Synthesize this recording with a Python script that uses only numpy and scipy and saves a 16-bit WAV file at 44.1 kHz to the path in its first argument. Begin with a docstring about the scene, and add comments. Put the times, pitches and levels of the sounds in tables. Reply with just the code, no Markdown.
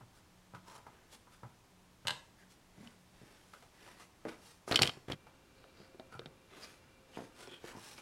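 """Plastic hand clamps are set on a glued wooden wheel in a small workshop, over a faint room hum.
Jaws bump the wood, pads scrape, hands rub; at 2.1 s one clamp snaps home, tooth by tooth.
At 4.7 s something hard is bumped and rattles close to the microphone, jolting its stand.
At 5.15 s the reverberation stops dead and the hum changes colour.
Light ticks, dull knocks and shuffling follow."""
import sys
import numpy as np
from scipy import signal
from scipy.fft import rfft, irfft, next_fast_len
from scipy.io import wavfile
from scipy.ndimage import uniform_filter1d

SR = 44100
rng = np.random.default_rng(int(sys.argv[2]) if len(sys.argv) > 2 else 0)


def master(y):
    """Save y as 16-bit WAV."""
    cut = np.clip(np.atleast_2d(y).T, -1, 1)
    pcm = np.round(cut * 32767)  # scale
    wavfile.write(sys.argv[1], SR, pcm.astype(np.int16))


N = 353373
TIME = np.arange(N) / SR


def from_db(db):
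    """Decibels to gain."""
    return 10 ** (np.asarray(db) / 20)


def unit_rms(x):
    """Scale to unit power."""
    return x / np.sqrt(np.mean(x ** 2) + 1e-20)


def bin_hz(size):
    """Frequency of each FFT bin, at least 1 Hz."""
    return np.maximum(np.arange(size // 2 + 1) * SR / size, 1)


def at_hz(points, hz):
    """Interpolate (Hz, value) points on a log-frequency axis."""
    point_hz, value = np.transpose(points)
    return np.interp(np.log(hz), np.log(point_hz), value)


def across_band(values, hz):
    """Interpolate values spaced evenly in root frequency from 0 to Nyquist."""
    return np.interp(np.sqrt(hz), np.linspace(0, np.sqrt(SR / 2), len(values)), values)


def resonances_db(modes, hz):
    """Response of a body: the summed power of its resonances."""
    power = sum(from_db(db) ** 2 / (1 + ((hz ** 2 - centre_hz ** 2) / (hz * width_hz)) ** 2)
                for centre_hz, width_hz, db in modes)
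    return 10 * np.log10(power)


def favoured_db(ring_hz, lift_db, hz, q):
    """The place touched favours one resonance."""
    return lift_db / (1 + (q * (hz / ring_hz - ring_hz / hz)) ** 2)


def smoothed_db(x, width_hz):
    """Smoothed power spectrum."""
    bins = max(int(width_hz * len(x) / SR), 1)
    return 10 * np.log10(uniform_filter1d(np.abs(rfft(x)) ** 2, bins, mode="mirror") + 1e-9)


def colour(x, response_db):
    """Minimum-phase filter: nothing sounds before its cause."""
    half = len(response_db) - 1
    cepstrum = irfft(np.log(from_db(response_db)))
    cepstrum[1:half] *= 2
    cepstrum[half + 1:] = 0
    return irfft(rfft(x, 2 * half) * np.exp(rfft(cepstrum)))[:len(x)]


def add(track, start_s, sound):
    """Mix a sound in from start_s."""
    at = max(round(start_s * SR), 0)
    track[at:at + len(sound)] += sound[:max(N - at, 0)]


# Air noise spectra. Each row: frequency in Hz, relative density in dB.
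EARLY_AIR_SPECTRUM = [(15, -11), (25, 7), (91, -4), (148, -5.5), (183, -26.5), (204, -8.5), (349, -10),
                      (457, -14), (970, -13.5), (1340, -17.5), (3830, -22), (4150, -23), (5730, -23.5),
                      (15500, -32)]
LATE_AIR_SPECTRUM = [(15, -5), (25, 8.5), (122, -1.5), (173, -4), (240, -3.5), (410, -5), (523, -10.5),
                     (684, -10.5), (1530, -12.5), (1710, -16.5), (2360, -17.5), (3830, -18.5),
                     (4150, -19.5), (15500, -30.5)]
# Hums and whines. Each row: centre in Hz, width in Hz, rms level in dB.
EARLY_HUMS = [(181.2, 9.3, -73.5)]
LATE_HUMS = [(528.5, 7.5, -72.5), (2353, 62, -78.5), (2750, 120, -81)]


def room_tone(air_spectrum, hums, air_db):
    """Steady air noise plus narrow noise bands, heard as wavering tones."""
    size = 2 * next_fast_len(N // 2 + 1)
    hz = bin_hz(size)

    def noise(shape_db):
        return unit_rms(irfft(rfft(rng.standard_normal(size)) * from_db(shape_db))[:N])

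    hum = sum(from_db(db) * noise(2 * resonances_db([(centre_hz, width_hz, 0)], hz))
              for centre_hz, width_hz, db in hums)
    return from_db(air_db) * noise(at_hz(air_spectrum, hz)) + hum


def rebounds(events, gap_s, loss_db, ring_ratio, softening_db=2):
    """A struck thing settles in evenly spaced contacts, each weaker, softer and shifted in ring."""
    return [(start_s + k * gap_s, db - k * loss_db, hard_db - k * softening_db, hz * ring_ratio ** k)
            for start_s, db, hard_db, hz, contacts in events for k in range(contacts)]


def disperse(force, spread_s):
    """Through a solid, each frequency arrives with its own delay."""
    delay_s = across_band(rng.uniform(0, spread_s, 40), bin_hz(len(force)))
    phase = 2 * np.pi * np.cumsum(delay_s) * SR / len(force)
    return irfft(rfft(force) * np.exp(-1j * phase))


def blows(events, modes, bass_hz, body_hz, treble_hz, bass_db, treble_db, top_db, bass_share,
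          ring_db, ring_q, chatter_share, chatter_t60_s, spread_s, size=6144):
    """A click and a dying chatter of tiny contacts ring a body. Hardness is treble gained over bass."""
    out, t, hz = np.zeros(N), TIME[:size], bin_hz(size)
    body_db = resonances_db(modes, hz)
    fade = np.cos(np.pi / 2 * t / t[-1])
    for start_s, db, hardness_db, ring_hz in events:
        force = rng.standard_normal(size) * from_db(-60 * t / chatter_t60_s)
        force *= np.sqrt(chatter_share / np.sum(force ** 2))
        force[0] = np.sqrt(1 - chatter_share)
        flattened_db = db - smoothed_db(force, width_hz=218)  # chatter shapes the decay, body the tone
        low_db = bass_db - bass_share * hardness_db
        high_db = treble_db + (1 - bass_share) * hardness_db
        contact_db = at_hz([(bass_hz, low_db), (body_hz[0], 0), (body_hz[1], 0),
                            (treble_hz, high_db), (16000, high_db + top_db)], hz)
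        place_db = favoured_db(ring_hz, ring_db - 0.1 * db, hz, ring_q)  # lighter is more pitched
        sound = colour(disperse(force, spread_s), flattened_db + body_db + contact_db + place_db)
        add(out, start_s, sound * fade)
    return out


# Wheel resonances. Each row: centre in Hz, width in Hz, gain in dB.
WHEEL_MODES = [(122, 39, 1), (212, 170, -19.5), (507, 170, -0.5), (806, 93, -2.5), (985, 52, -1.5),
               (1320, 235, -1), (2100, 210, -14), (3940, 1500, -25)]
# Blows on the wheel. Each row: start in seconds, level in dB, hardness in dB, ring in Hz, contacts.
WHEEL_BUMPS = [(0.008, -18, -14, 910, 2), (0.535, -13, -17, 950, 1), (0.547, -11, 19, 1440, 1),
               (0.78, -16, 1, 940, 1), (0.866, -11, 1, 920, 1), (1.27, -22, -2, 1000, 1),
               (1.431, -9, -10, 930, 2), (2.051, -8, -5, 2930, 1), (2.118, -10, 0, 604, 1),
               (3.534, -12.5, 24, 1390, 1), (3.624, -18.5, 23, 734, 1), (3.876, -16.5, 21, 950, 1),
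               (5.267, -16.5, 11, 890, 1), (6.123, -14.5, 15.5, 1430, 1), (6.148, -14.5, -16, 830, 1),
               (6.215, -19, -6, 1580, 1), (7.979, -11.5, 13, 2540, 1)]


def wheel_bumps():
    """Jaws and fingers bump the wooden wheel."""
    contacts = rebounds(WHEEL_BUMPS, gap_s=0.01, loss_db=11.5, ring_ratio=0.93)
    return blows(contacts, WHEEL_MODES, bass_hz=214, body_hz=(400, 1600), treble_hz=2780,
                 bass_db=7.5, treble_db=-3, top_db=-1.5, bass_share=0.55, ring_db=7.5, ring_q=3.6,
                 chatter_share=0.63, chatter_t60_s=0.15, spread_s=0.005)


# Sliding friction spectrum. Each row: frequency in Hz, gain in dB.
FRICTION_SPECTRUM = [(60, -16.5), (400, 5.5), (700, -1), (1000, -2), (1500, -1.5), (2500, -4.5),
                     (3500, -7.5), (5000, -9.5), (6500, -12), (8500, -13.5), (10700, -16), (12500, -21.5),
                     (16000, -26)]


def sliding(strokes, bass_db, grain_db, grains_per_s, squareness, size=32768):
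    """Surfaces catch and slip in small grains; each stroke swells, fades and may ring."""
    out, t, hz = np.zeros(N), TIME[:size], bin_hz(size)
    for middle_s, half_length_s, db, treble_db, *rings_hz in strokes:
        start_s = max(middle_s - 3 * half_length_s, 0)
        grip = np.interp(t * grains_per_s, np.arange(size), rng.standard_normal(size))
        friction = unit_rms(rng.standard_normal(size) * from_db(grain_db * grip))
        swell = np.exp(-0.5 * np.abs((start_s + t - middle_s) / half_length_s) ** squareness)
        surface_db = at_hz([(550, bass_db), (900, 0), (1800, 0), (5000, treble_db)], hz)
        ring_db = sum(favoured_db(ring_hz, 16, hz, q=3.1) for ring_hz in rings_hz)
        ripple_db = across_band(rng.normal(0, 3, 170), hz)  # small resonances of this pair of surfaces
        response_db = db + at_hz(FRICTION_SPECTRUM, hz) + surface_db + ring_db + ripple_db
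        add(out, start_s, colour(friction * swell, response_db))
    return out


# Scrapes. Each row: middle and half length in seconds, relative level and treble in dB, ring in Hz.
PAD_SCRAPES = [(0.172, 0.019, -67.5, 13.5, 1410), (0.701, 0.028, -55, 6, 935),
               (0.735, 0.039, -62, -6, 1330), (0.76, 0.022, -57, 8, 990), (1.338, 0.019, -61.5, 9, 1370),
               (2.41, .02, -60.5, 3, 1730), (5.11, 0.016, -41.5, -13, 3300),
               (5.63, .055, -61.5, -7.5, 4400), (5.81, 0.044, -56, -6, 4660), (6.143, .015, -53, 1, 1370),
               (6.56, .035, -49.5, -16, 3580), (6.636, .014, -47, -2, 4900), (7.155, .018, -56, -2, 2970),
               (7.532, 0.037, -51, -4, 3340), (7.746, 0.032, -54, -24, 910), (7.992, .015, -58, 9.5, 2380)]


def pad_scrapes():
    """Pads and hard edges drag and ring."""
    return sliding(PAD_SCRAPES, bass_db=-1.2, grain_db=3.5, grains_per_s=410, squareness=1.93)


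# Rubs. Each row: middle and half length in seconds, relative level and treble in dB.
SOFT_RUBS = [(0.954, 0.078, -57.5, -14), (1.137, 0.016, -51, 7.5), (2.521, 0.013, -60.5, 9.5),
             (2.855, 0.057, -54, -2), (3.302, 0.12, -56.5, 0), (3.559, 0.085, -66, 9.5),
             (3.87, .07, -50.5, -1.5), (4.015, 0.022, -49.5, 1), (4.289, 0.0065, -38, -4.5),
             (4.31, 0.031, -46, -6), (4.48, .045, -55.5, 7.5), (4.692, 0.0089, -50, 16.5),
             (4.743, 0.023, -29.5, -8), (4.842, .031, -34.5, -1), (6.646, .065, -49, 2.5),
             (6.858, 0.038, -60.5, -9), (7.192, 0.05, -50, -0.5), (7.418, 0.037, -47.5, 2),
             (7.682, 0.031, -43.5, 0), (7.873, 0.058, -49, 7.5)]


def soft_rubs():
    """Skin, cloth and shoes slide with no ring; around the rattle, near 4.7 to 4.85 s, loose hard parts drag
    and hiss the same way."""
    return sliding(SOFT_RUBS, bass_db=-4, grain_db=2.5, grains_per_s=380, squareness=1.6)


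# Clamp resonances. Each row: centre in Hz, width in Hz, gain in dB.
CLAMP_MODES = [(135, 68, -10), (590, 93, -8.5), (940, 100, -0.5), (1625, 120, 0.5), (2010, 160, -2.5),
               (2930, 340, -2), (3670, 210, 0.5), (4080, 220, 3.5), (4860, 300, -5), (6500, 600, -17),
               (8300, 390, -8), (11300, 1200, -16)]
# Catch teeth. Each row: start in seconds, level in dB, hardness in dB, ring in Hz.
CLAMP_SNAPS = [(2.0706, -0.5, 6, 3000), (2.0808, 1.5, 2, 2880), (2.0938, -8, -20, 2870),
               (2.1058, -2.5, -2.5, 3040)]


def clamp_snaps():
    """The plastic clamp's catch slips home, tooth by tooth."""
    return blows(CLAMP_SNAPS, CLAMP_MODES, bass_hz=1400, body_hz=(2400, 4800), treble_hz=7000,
                 bass_db=5, treble_db=3.5, top_db=-11, bass_share=0.46, ring_db=9, ring_q=3.6,
                 chatter_share=0.72, chatter_t60_s=0.021, spread_s=0.00196)


# Bench resonances. 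Each row: centre in Hz, width in Hz, gain in dB.
BENCH_MODES = [(114, 22, 0), (160, 50, -11), (221, 64, 1), (342, 82, 6.5), (425, 130, -4), (566, 110, -2),
               (720, 190, -4), (1150, 300, -29), (1980, 1000, -9.5), (3300, 900, -48)]
# Knocks. Each row: start in seconds, level in dB, hardness in dB, ring in Hz, contacts.
BENCH_THUDS = [(2.777, -22.5, -11.5, 192, 1), (2.803, -21.5, -11.5, 183, 1), (2.828, -21, -7, 238, 1),
               (2.858, -23.5, -8, 219, 1), (3.215, -23, -16, 445, 2), (4.252, 0, 0.5, 478, 3),
               (4.677, -1.5, 7, 1210, 3), (5.641, -24.5, 15, 670, 1), (5.8, -22, -15, 400, 1),
               (5.944, -20.5, 1, 380, 1), (5.996, -10.5, -3.5, 670, 1), (6.192, -9, 3, 470, 1),
               (6.259, -10.5, -4, 150, 1), (7.172, -3.5, -3.5, 906, 5), (7.473, -13, 3, 390, 1),
               (7.515, -18.5, 17, 355, 1), (7.641, -9.5, -3.5, 435, 1), (7.75, -13, -7, 895, 1),
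               (7.769, -16.5, -12, 426, 1)]


def bench_thuds():
    """Dull knocks on the bench and floor."""
    contacts = rebounds(BENCH_THUDS, gap_s=0.016, loss_db=4.5, ring_ratio=0.75)
    return blows(contacts, BENCH_MODES, bass_hz=201.3, body_hz=(350, 1500), treble_hz=3000,
                 bass_db=0.5, treble_db=-12.5, top_db=-7.5, bass_share=1, ring_db=9.5, ring_q=3.9,
                 chatter_share=0.57, chatter_t60_s=0.057, spread_s=0.00291)


# Hard part resonances. Each row: centre in Hz, width in Hz, gain in dB.
PART_MODES = [(400, 265, -17), (750, 78, -31), (1430, 350, -11), (2140, 320, -5), (2460, 140, -2.5),
              (2670, 200, -5.5), (3095, 330, 0), (3760, 170, -3), (4370, 370, -2), (4960, 200, -5.5),
              (5550, 116, -1), (7230, 680, -11), (8720, 410, -8.5), (11200, 810, -17.5)]
# Clicks and ticks. Each row: start in seconds, level in dB, hardness in dB, ring in Hz, contacts.
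PART_CLICKS = [(2.8725, -23, -2, 2900, 1), (4.722, 2, -14, 4100, 1), (4.7442, -4, -21, 4270, 2),
               (4.7577, 10, 6.5, 3050, 3), (4.7663, -14, 11, 5100, 1), (4.7722, -2, -2, 3120, 2),
               (4.7808, -18.5, -2.5, 4440, 1), (4.7905, 2.5, -25.5, 4400, 1), (4.8192, 10, 18, 4500, 2),
               (4.8307, 10, 2, 2720, 2), (4.8552, -4, 0, 3020, 1), (4.8665, -9, 12, 3230, 1),
               (4.874, 1, 4, 3300, 1), (4.8938, -4.5, -16, 3120, 1), (4.936, -26, 8, 4690, 1),
               (5.1195, -6, -4, 3290, 1), (5.641, -35, -44, 2880, 1), (5.997, -24.5, -8, 3740, 1),
               (6.193, -15.5, -13, 3640, 1), (6.258, -18, -12, 3640, 1), (7.473, -25, 2, 5390, 1),
               (7.978, -23, 2, 5140, 1)]


def part_clicks():
    """Plastic ticks; loose hard parts bounce and rattle."""
    contacts = rebounds(PART_CLICKS, gap_s=0.0024, loss_db=4.5, ring_ratio=1.06) + rattle_contacts()
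    return blows(contacts, PART_MODES, bass_hz=1396, body_hz=(2400, 4800), treble_hz=7000,
                 bass_db=2.8, treble_db=-4, top_db=-1, bass_share=0.58, ring_db=10.5, ring_q=5.9,
                 chatter_share=0.62, chatter_t60_s=0.014, spread_s=0.00156)


# Stand resonances. Each row: centre in Hz, width in Hz, gain in dB.
STAND_MODES = [(58, 56, -0.5), (112, 30, 4), (135, 25, 4), (272, 57, 1.5), (343, 85, 3.5), (520, 200, -7),
               (733, 170, -2.5), (1220, 330, -9.5), (1800, 760, -9.5), (3500, 2100, -20)]
# Jolts. Each row: start in seconds, level in dB, hardness in dB, ring in Hz, contacts.
STAND_JOLTS = [(4.7115, 8.5, 6.5, 745, 4), (4.7915, 4.5, 4, 1200, 1), (4.8135, 8.5, -2.5, 760, 3),
               (4.869, -12, -8, 476, 1), (4.885, -4, -4, 1200, 1), (4.969, -16.5, -11, 388, 1),
               (5.083, -6, -6, 450, 1), (5.099, -1, -4, 506, 1), (5.113, -2.5, 2, 299, 2),
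               (5.13, -7, 1, 150, 1)]


def stand_jolts():
    """Bumps reach the microphone through its stand."""
    contacts = rebounds(STAND_JOLTS, gap_s=0.0165, loss_db=6, ring_ratio=0.667)
    return blows(contacts, STAND_MODES, bass_hz=198, body_hz=(350, 1500), treble_hz=3000,
                 bass_db=3, treble_db=1.6, top_db=-7, bass_share=0.45, ring_db=8.5, ring_q=4.5,
                 chatter_share=0.61, chatter_t60_s=0.044, spread_s=0.005)


def rattle_contacts(count=6, span_s=(4.735, 4.862), hardness_db=-13):
    """Lesser contacts fall unevenly between the rattle's loud ones."""
    jitter, strength, place = rng.random((count, 3)).T
    starts_s = np.interp(np.arange(count) + jitter, [0, count], span_s)
    levels_db = np.interp(strength, [0, 1], [-10, -6])
    rings_hz = np.interp(place, [0, 1], [2580, 4630])
    return [(start_s, db, hardness_db, hz) for start_s, db, hz in zip(starts_s, levels_db, rings_hz)]


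# Workshop reverberation. Each row: frequency in Hz, T60 in seconds.
WORKSHOP_T60 = [(100, 0.54), (500, .36), (1500, 0.41), (4000, 0.24), (8000, 0.47), (16000, 0.16)]


def workshop_reverb(x, first_echo_s, size=24000):
    """Dense wall reflections die away band by band."""
    t, tail = TIME[:size], np.zeros(size)
    onset = np.clip(t / first_echo_s - 0.5, 0, 1)
    edges_hz = np.geomspace(60, 17000, 10)
    for low_hz, high_hz in zip(edges_hz, edges_hz[1:]):
        bandpass = signal.butter(2, [low_hz, high_hz], "band", fs=SR, output="sos")
        t60_s = at_hz(WORKSHOP_T60, np.sqrt(low_hz * high_hz))
        band = signal.sosfilt(bandpass, rng.standard_normal(size)) * from_db(-60 * t / t60_s) * onset
        tail += band * np.sqrt(2 * (high_hz - low_hz) / SR / np.sum(band ** 2))
    walls_db = at_hz([(500, 1), (1200, 0.5), (4000, -3), (12000, 0.5), (20000, -32)], bin_hz(size))
    response = colour(tail, walls_db - smoothed_db(tail, width_hz=83))
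    return signal.fftconvolve(x, response)[:N]


def scene(switch_s=5.15, crossfade_s=0.0047):
    """Far sources carry much room, the close rattle little; hum and reverberation switch abruptly."""
    snaps = clamp_snaps()
    clicks = part_clicks()
    knocks = wheel_bumps() + bench_thuds()
    jolts = stand_jolts()
    slides = from_db(1.5) * (soft_rubs() + pad_scrapes())
    close = clicks + jolts
    direct = snaps + close + knocks + slides
    send = from_db(-7) * snaps + from_db(-19) * close + from_db(-8.5) * knocks + from_db(-8) * slides
    late = np.clip((TIME - switch_s) / crossfade_s + 0.5, 0, 1)
    early_room = workshop_reverb(send * (1 - late), first_echo_s=0.0013)
    early_room += room_tone(EARLY_AIR_SPECTRUM, EARLY_HUMS, air_db=-63.5)
    late_room = workshop_reverb(send * late, first_echo_s=0.0026)
    late_room += room_tone(LATE_AIR_SPECTRUM, LATE_HUMS, air_db=-62.5)
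    return (direct + np.sqrt(1 - late) * early_room + np.sqrt(late) * late_room)[None]


def record(dry):
    """The microphone softens the deep bass and top octave, then cuts off steeply."""
    hz = bin_hz(2 * next_fast_len(N // 2 + 2000))
    microphone_db = at_hz([(40, -8), (100, 0.47), (11000, -0.68), (16000, -4.5)], hz)
    lowpass = signal.ellip(12, 0.1, 80, 15850, fs=SR, output="sos")
    return signal.sosfilt(lowpass, colour(dry[0], microphone_db))[None]


dry = scene()
out = record(dry)
master(out)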